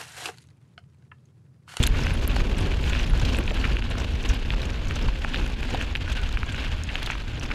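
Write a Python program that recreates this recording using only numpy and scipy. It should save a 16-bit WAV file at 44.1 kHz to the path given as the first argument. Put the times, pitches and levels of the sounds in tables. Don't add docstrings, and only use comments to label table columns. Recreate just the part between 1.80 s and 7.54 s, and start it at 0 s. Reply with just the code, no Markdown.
import sys
import numpy as np
from scipy import signal
from scipy.fft import rfft, irfft
from scipy.io import wavfile
from scipy.ndimage import uniform_filter1d

SR = 44100
rng = np.random.default_rng(int(sys.argv[2]) if len(sys.argv) > 2 else 0)


def master(y):
    cut = np.clip(np.atleast_2d(y).T, -1, 1)
    pcm = np.round(cut * 32767)
    wavfile.write(sys.argv[1], SR, pcm.astype(np.int16))


N = 253134
TIME = np.arange(N) / SR

# (time of hardest push [s], rumble swell [dB], crunch swell [dB])
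STROKES = [(-.03, 6, 7.5), (.24, 2, 5), (.55, 3, 4), (.85, 5.5, 3.5), (1.14, 0.5, 7), (1.48, 4.5, 5.5),
           (1.85, 4, 6), (2.18, 4.5, 4), (2.5, 5, 5), (2.82, 5, 2.5), (3.2, 2.5, 4), (3.56, 4.5, 5),
           (3.95, 5, 5), (4.36, 0, 5), (4.83, 3, 6.5), (5.24, 1.5, 6), (5.71, 5.5, 3.5)]


def undb(db):
    return 10 ** (np.asarray(db) / 20)


def unit(x):
    return x / np.sqrt(np.mean(x ** 2))


def curves(table):
    s, *columns = np.transpose(table)
    return [np.interp(TIME, s, c) for c in columns]


def swells(table):
    return sum(db * np.cos(np.pi * np.clip((TIME - s) / length, -.5, .5)) ** 2 for s, length, db in table)


def add(out, s, x):
    i = max(int(s * SR), 0)
    out[i:i + len(x)] += x[:max(N - i, 0)]


def decay(t, t60):
    return np.exp(-np.log(1000) * t / t60)


def resonate(x, hz, width):
    hz = min(hz, SR * .44)
    return signal.lfilter(*signal.iirpeak(hz, hz / min(width, SR / 4), fs=SR), x)


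def band(x, hz, octaves):
    edges = np.clip(hz * 2. ** (np.array([-1, 1]) * octaves), 20, SR * .46)
    return signal.sosfilt(signal.butter(3, edges, "bandpass", fs=SR, output="sos"), x)


def colour(x, points, size=16384):
    hz, db = np.transpose(points)
    bins = np.maximum(np.fft.rfftfreq(size, 1 / SR), 1)
    cepstrum = irfft(np.log(undb(np.interp(np.log(bins), np.log(hz), db))))
    cepstrum[1:size // 2] *= 2
    cepstrum[size // 2 + 1:] = 0
    impulse_response = irfft(np.exp(rfft(cepstrum)))
    return unit(signal.fftconvolve(x, impulse_response)[:N])


def walk(rate):
    knots = rng.standard_normal(N // 20)
    return unit(np.interp(TIME * rate, np.arange(len(knots)), knots))


def steady(x, span):
    return x / np.sqrt(uniform_filter1d(x ** 2, max(int(span * SR), 2)) + 1e-4)


def halvings():
    # (time [s], share of its starting speed)
    speed_points = [(0, 1.0), (1.5, 0.99), (2.2, 0.79), (3.7, .74), (4.5, 0.69), (5.3, 0.61), (5.74, 0.64)]
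    speed, = curves(speed_points)
    return -np.log2(np.maximum(speed, .1))


def pedalling():
    sharpness = 0.71
    turn = np.interp(TIME, np.transpose(STROKES)[0], np.arange(len(STROKES)))
    push = (np.cos(np.pi * turn) ** 2) ** sharpness
    return [push * swell_db for swell_db in curves(STROKES)]


def around_strokes(db, hz, scatter_s, spread_db, octaves, count):
    pushes = np.repeat(np.transpose(STROKES)[0], count)
    when, force, pitch = np.clip(rng.standard_normal((len(pushes), 3)), -2, 2).T
    rows = zip(pushes + scatter_s * when, db + spread_db * force, hz * 2 ** (octaves * pitch))
    return [row for row in rows if row[0] > 0]


def wind():
    # (frequency [Hz], relative level per Hz [dB])
    wind_colour = [(8, -28), (20, -2), (38, 0.5), (60, -3), (95, -10), (150, -19.5), (300, -41),
                   (900, -81.5)]
    # (time of centre [s], length [s], swell [dB])
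    gusts = [(.005, 0.046, 7), (.125, 0.11, 5), (0.532, 0.042, 4.5), (.615, 0.069, 6), (1.127, 0.3, 1),
             (1.34, 0.071, 9.5), (1.447, 0.089, 7), (1.776, 0.028, 7.5), (1.9, 0.24, 4.5),
             (2.337, 0.055, 7), (2.507, 0.059, 10.5), (2.718, 0.22, 6), (3.087, 0.043, 9),
             (3.267, 0.18, 8.5), (3.625, 0.065, 8.5), (4.33, 0.1, 5.5), (4.446, 0.13, 7), (4.57, 0.2, 5.5),
             (4.93, 0.22, 4.5)]
    start_db, db_per_halving = -23, 10.5
    eddies = steady(colour(rng.standard_normal(N), wind_colour), span=0.079)
    return eddies * undb(start_db - db_per_halving * halvings() + swells(gusts))


def grains(rate, spread_db, low_hz, high_hz, width_share, scuff_s, count=6):
    out, fade = 0, np.exp(-1 / (scuff_s * SR))
    for hz in np.geomspace(low_hz, high_hz, count):
        struck = rng.random(N) < rate / count / SR
        force = undb(spread_db * np.minimum(rng.exponential(size=N), 4))
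        power = signal.lfilter([1], np.poly([fade, fade]), struck * force ** 2 + 1e-12)
        scuffs = np.sqrt(power) * rng.standard_normal(N)
        out = out + resonate(scuffs, hz, hz * width_share)
    return unit(out)


def pebbles(rate, spread_db, centre_hz, octaves, cycles, size=512):
    out, t = np.zeros(N), np.arange(size) / SR
    for when, pitch, force, ring in rng.random((4000, 4))[:int(rate * N / SR)]:
        hz = centre_hz * 2 ** (octaves * (2 * pitch - 1))
        age = hz * t / (cycles * (.5 + ring))
        db = spread_db * min(-np.log(1 - force), 3)
        add(out, when * N / SR, undb(db) * age * np.exp(-age) * np.sin(2 * np.pi * hz * t))
    return unit(out)


def tyres():
    # (frequency [Hz], relative level per Hz [dB])
    rumble_colour = [(50, -20.5), (110, -2.5), (160, -2), (200, -2.5), (245, 1.5), (280, -3), (400, -7.5),
                     (520, -9.5), (700, -17.5), (1100, -19), (3000, -57)]
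    gravel_colour = [(250, -12), (600, 6), (900, 3.5), (1200, -1.5), (1550, 5), (1950, 0.5), (2650, 5.5),
                     (3300, 2), (4200, -3), (5500, -13), (9000, -22.5), (16000, -36)]
    sand_colour = [(2500, -17), (4500, 7.5), (5700, 4.5), (6800, 4.5), (8500, -5.5), (10000, -6),
                   (10700, -7), (11600, -9), (12500, -10), (14800, -15), (16000, -31)]
    # (time of centre [s], length [s], rumble swell, or dip if negative [dB])
    bumps = [(.005, 0.028, 6), (.69, 0.2, 3), (1.6, .05, 7.5), (2.215, .06, 2), (3.24, .1, 5),
             (3.6, 0.15, 2.5), (3.945, 0.038, 7), (4.06, 0.041, -3.5), (5.57, 0.066, 2.5)]

    slowed = halvings()
    rumble_swell, crunch_swell = pedalling()
    rumble_db = -35.5 - 11.5 * slowed + rumble_swell + swells(bumps)
    crunch_db = -40 - 4 * slowed + crunch_swell
    sand_db = -52.5 - 8 * slowed + 0.9 * crunch_swell

    patches = walk(rate=110)
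    drumming = steady(colour(rng.standard_normal(N), rumble_colour), span=0.066) * undb(1.0 * patches)

    grinding = grains(rate=2500, spread_db=2.0, low_hz=910, high_hz=5960, width_share=0.86, scuff_s=0.00037)
    clinks = pebbles(rate=420, spread_db=4, centre_hz=2294, octaves=1.164, cycles=1.9)
    gravel = colour(grinding + undb(-11.5) * clinks + undb(-6) * rng.standard_normal(N), gravel_colour)
    gravel = steady(gravel * undb(2.4 * patches), span=0.093)

    spray = grains(rate=350, spread_db=9.5, low_hz=4930, high_hz=12700, width_share=0.57, scuff_s=0.0003)
    ticks = pebbles(rate=130, spread_db=5.5, centre_hz=7140, octaves=0.84, cycles=4.0)
    sand = colour(spray + undb(-1.5) * ticks + undb(6.5) * rng.standard_normal(N), sand_colour)
    sand = steady(sand * undb(2.8 * patches), span=0.2)
    return drumming * undb(rumble_db) + gravel * undb(crunch_db) + sand * undb(sand_db)


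def rattles(size=4096):
    # (time [s], level before the common trim [dB], pitch [Hz], 60 dB decay of the chatter [s])
    clatters = [(0.0287, -8, 3050, .025), (.0285, -13, 7200, 0.016), (0.0365, -6.5, 3460, 0.024),
                (.036, -13, 7100, 0.027), (0.0667, -13, 6500, 0.023), (0.0658, -11.5, 4160, 0.027),
                (.073, -9, 11200, 0.005), (.236, -18.5, 5300, 0.015), (.4768, -11.5, 11600, .0098),
                (.564, -22, 4440, 0.032), (1.3975, -21.5, 5460, .026), (1.4516, -21, 5500, 0.034),
                (1.569, -25.5, 8050, 0.01), (1.587, -25, 9500, .015), (2.102, -31, 9050, 0.011),
                (2.49, -19, 5900, 0.055), (3.083, -28, 6000, .036), (3.157, -26, 6040, 0.025),
                (2.8178, -19, 3830, 0.027), (3.9, -29, 6700, .05), (3.9468, -17, 3470, .013),
                (4.32, -23, 3430, .03), (4.527, -21.5, 3580, 0.011), (4.802, -25, 3900, .022),
                (5.0366, -19, 6600, 0.0058), (5.23, -17, 3550, .02), (5.261, -17, 3560, 0.03),
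                (5.596, -25, 5640, .025), (5.631, -25.5, 6100, .025), (5.66, -27, 5230, .02)]
    trim_db, light_t60 = -6.5, 0.031
    out, t = np.zeros(N), np.arange(size) / SR
    light = around_strokes(db=-28, hz=6100, scatter_s=.06, spread_db=-2.0, octaves=0.32, count=1)
    for s, db, hz, t60 in clatters + [(*row, light_t60) for row in light]:
        chatter = rng.standard_normal(size) * decay(t, t60) * (1 - np.exp(-t / 0.00017))
        ring = resonate(band(chatter, hz, octaves=0.33), hz, width=240)
        body = resonate(chatter, hz, width=1300)
        clack = band(chatter, hz, octaves=0.47) + undb(9) * body + undb(10.5) * ring
        add(out, s - .0005, clack / np.abs(clack).max() * undb(db + trim_db))
    return out


def stones(size=2048):
    # (time [s], level before the common trim [dB], pitch [Hz])
    pops = [(.0384, -13, 1670), (0.075, -11.5, 2100), (.269, -11.5, 1770), (.3077, -16.5, 1860),
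            (.5654, -15, 1800), (1.041, -17, 2600), (1.1331, -11.5, 2500), (1.152, -14.5, 1950),
            (1.1983, -14, 2440), (1.5477, -14, 2470), (1.588, -15, 1860), (1.679, -13.5, 2660),
            (1.708, -16, 2550), (1.843, -18, 1780), (1.8527, -17, 1680), (1.969, -13, 2130),
            (2.0238, -16.5, 2210), (2.705, -10, 2620), (3.11, -14.5, 1960), (3.4476, -12, 1630),
            (3.5447, -12, 2100), (3.83, -16.5, 1970), (4.0131, -12, 1900), (4.1535, -9.5, 2680),
            (4.1593, -11, 2470), (4.573, -13.5, 1830), (4.6318, -14, 1630), (4.7457, -17, 2000),
            (5.156, -9, 2430), (5.3021, -10.5, 1700), (5.7134, -16.5, 1800)]
    # (frequency [Hz], width [Hz], level [dB])
    stone_modes = [(856, 250, 19), (1430, 500, 9.5), (2500, 660, 11), (3200, 590, -39), (6300, 3100, -47)]
    trim_db = -2.0
    out, t = np.zeros(N), np.arange(size) / SR
    small = around_strokes(db=-22.5, hz=2090, scatter_s=0.072, spread_db=0.5, octaves=0.44, count=2)
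    for s, db, hz in pops + small:
        scuff = rng.standard_normal(size) * np.exp(-t / 0.0018)
        push = signal.unit_impulse(size) + undb(-25) * scuff
        push = band(push, hz, octaves=0.61) + undb(-22) * push
        pop = sum(undb(mode_db) * resonate(push, f, width) for f, width, mode_db in stone_modes)
        add(out, s - .0005, pop / np.abs(pop).max() * undb(db + trim_db))
    return out


def crunches():
    # (time [s], length [s], rms level [dB], pitch [Hz])
    pockets = [(0.139, .024, -36.5, 1520), (0.235, .022, -38, 1700), (1.446, 0.017, -35.5, 3350),
               (1.838, .022, -30.5, 1800), (2.484, 0.03, -36.5, 2180), (3.53, 0.04, -36, 2700),
               (3.986, 0.045, -40, 2200), (4.771, 0.034, -40, 2100), (5.082, 0.03, -35.5, 1950),
               (5.295, 0.048, -36.5, 2180), (5.71, 0.019, -32.5, 1780)]
    out = np.zeros(N)
    cracks = grains(rate=900, spread_db=4.0, low_hz=1170, high_hz=4300, width_share=0.44, scuff_s=0.00053)
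    for s, length, db, hz in pockets:
        n = int(length * SR)
        shower = band(cracks[min(int(s * SR), N - n):][:n], hz, octaves=0.53)
        add(out, s, unit(shower * np.sqrt(np.hanning(n))) * undb(db))
    return out


def pings(size=4096):
    # (time [s], level [dB])
    touches = [(.337, -28), (.803, -33), (1.297, -35), (3.655, -41)]
    # (frequency [Hz], level within the ping [dB], 60 dB decay [s])
    steel_modes = [(10430, -7.5, 0.032), (14100, -28, .025)]
    out, t = np.zeros(N), np.arange(size) / SR
    ring = sum(undb(db) * np.sin(2 * np.pi * hz * t) * decay(t, t60) for hz, db, t60 in steel_modes)
    for s, db in touches:
        add(out, s, ring * undb(db))
    return out


def knocks(size=4096):
    # (time [s], level [dB], pitch [Hz], 60 dB decay [s])
    blows = [(.565, -16, 810, 0.011), (1.586, -19.5, 450, 0.023), (1.712, -26, 595, 0.052),
             (3.4478, -22, 800, 0.02), (3.9457, -15, 730, 0.024), (5.3018, -25, 915, .012)]
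    attack_s = 0.0002
    out, t = np.zeros(N), np.arange(size) / SR
    for s, db, hz, t60 in blows:
        phase = 2 * np.pi * hz * t + 0.52 * walk(rate=570)[:size]
        add(out, s, undb(db) * np.sin(phase) * (1 - np.exp(-t / attack_s)) * decay(t, t60))
    return out


def squeaks():
    # (time [s], length [s], start pitch [Hz], end pitch [Hz], level [dB])
    rubs = [(4.259, 0.058, 1444, 1690, -41), (4.35, 0.067, 1560, 1464, -38.5),
            (4.662, 0.069, 1650, 1550, -43)]
    out, waver = np.zeros(N), walk(rate=450)
    for s, length, start_hz, end_hz, db in rubs:
        n = int(length * SR)
        hz = np.linspace(start_hz, end_hz, n) * (1 + 0.038 * waver[int(s * SR):][:n])
        tone = np.sin(2 * np.pi * np.cumsum(hz) / SR)
        add(out, s, undb(db) * np.sqrt(2 * np.hanning(n)) * tone)
    return out


def scene():
    ground = tyres() + stones() + crunches() + knocks()
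    bike = rattles() + pings() + squeaks()
    return (wind() + ground + bike)[None]


def record(dry):
    top_hz = 15400
    return signal.sosfilt(signal.ellip(8, .2, 70, top_hz, fs=SR, output="sos"), dry)


dry = scene()
out = record(dry)
master(out)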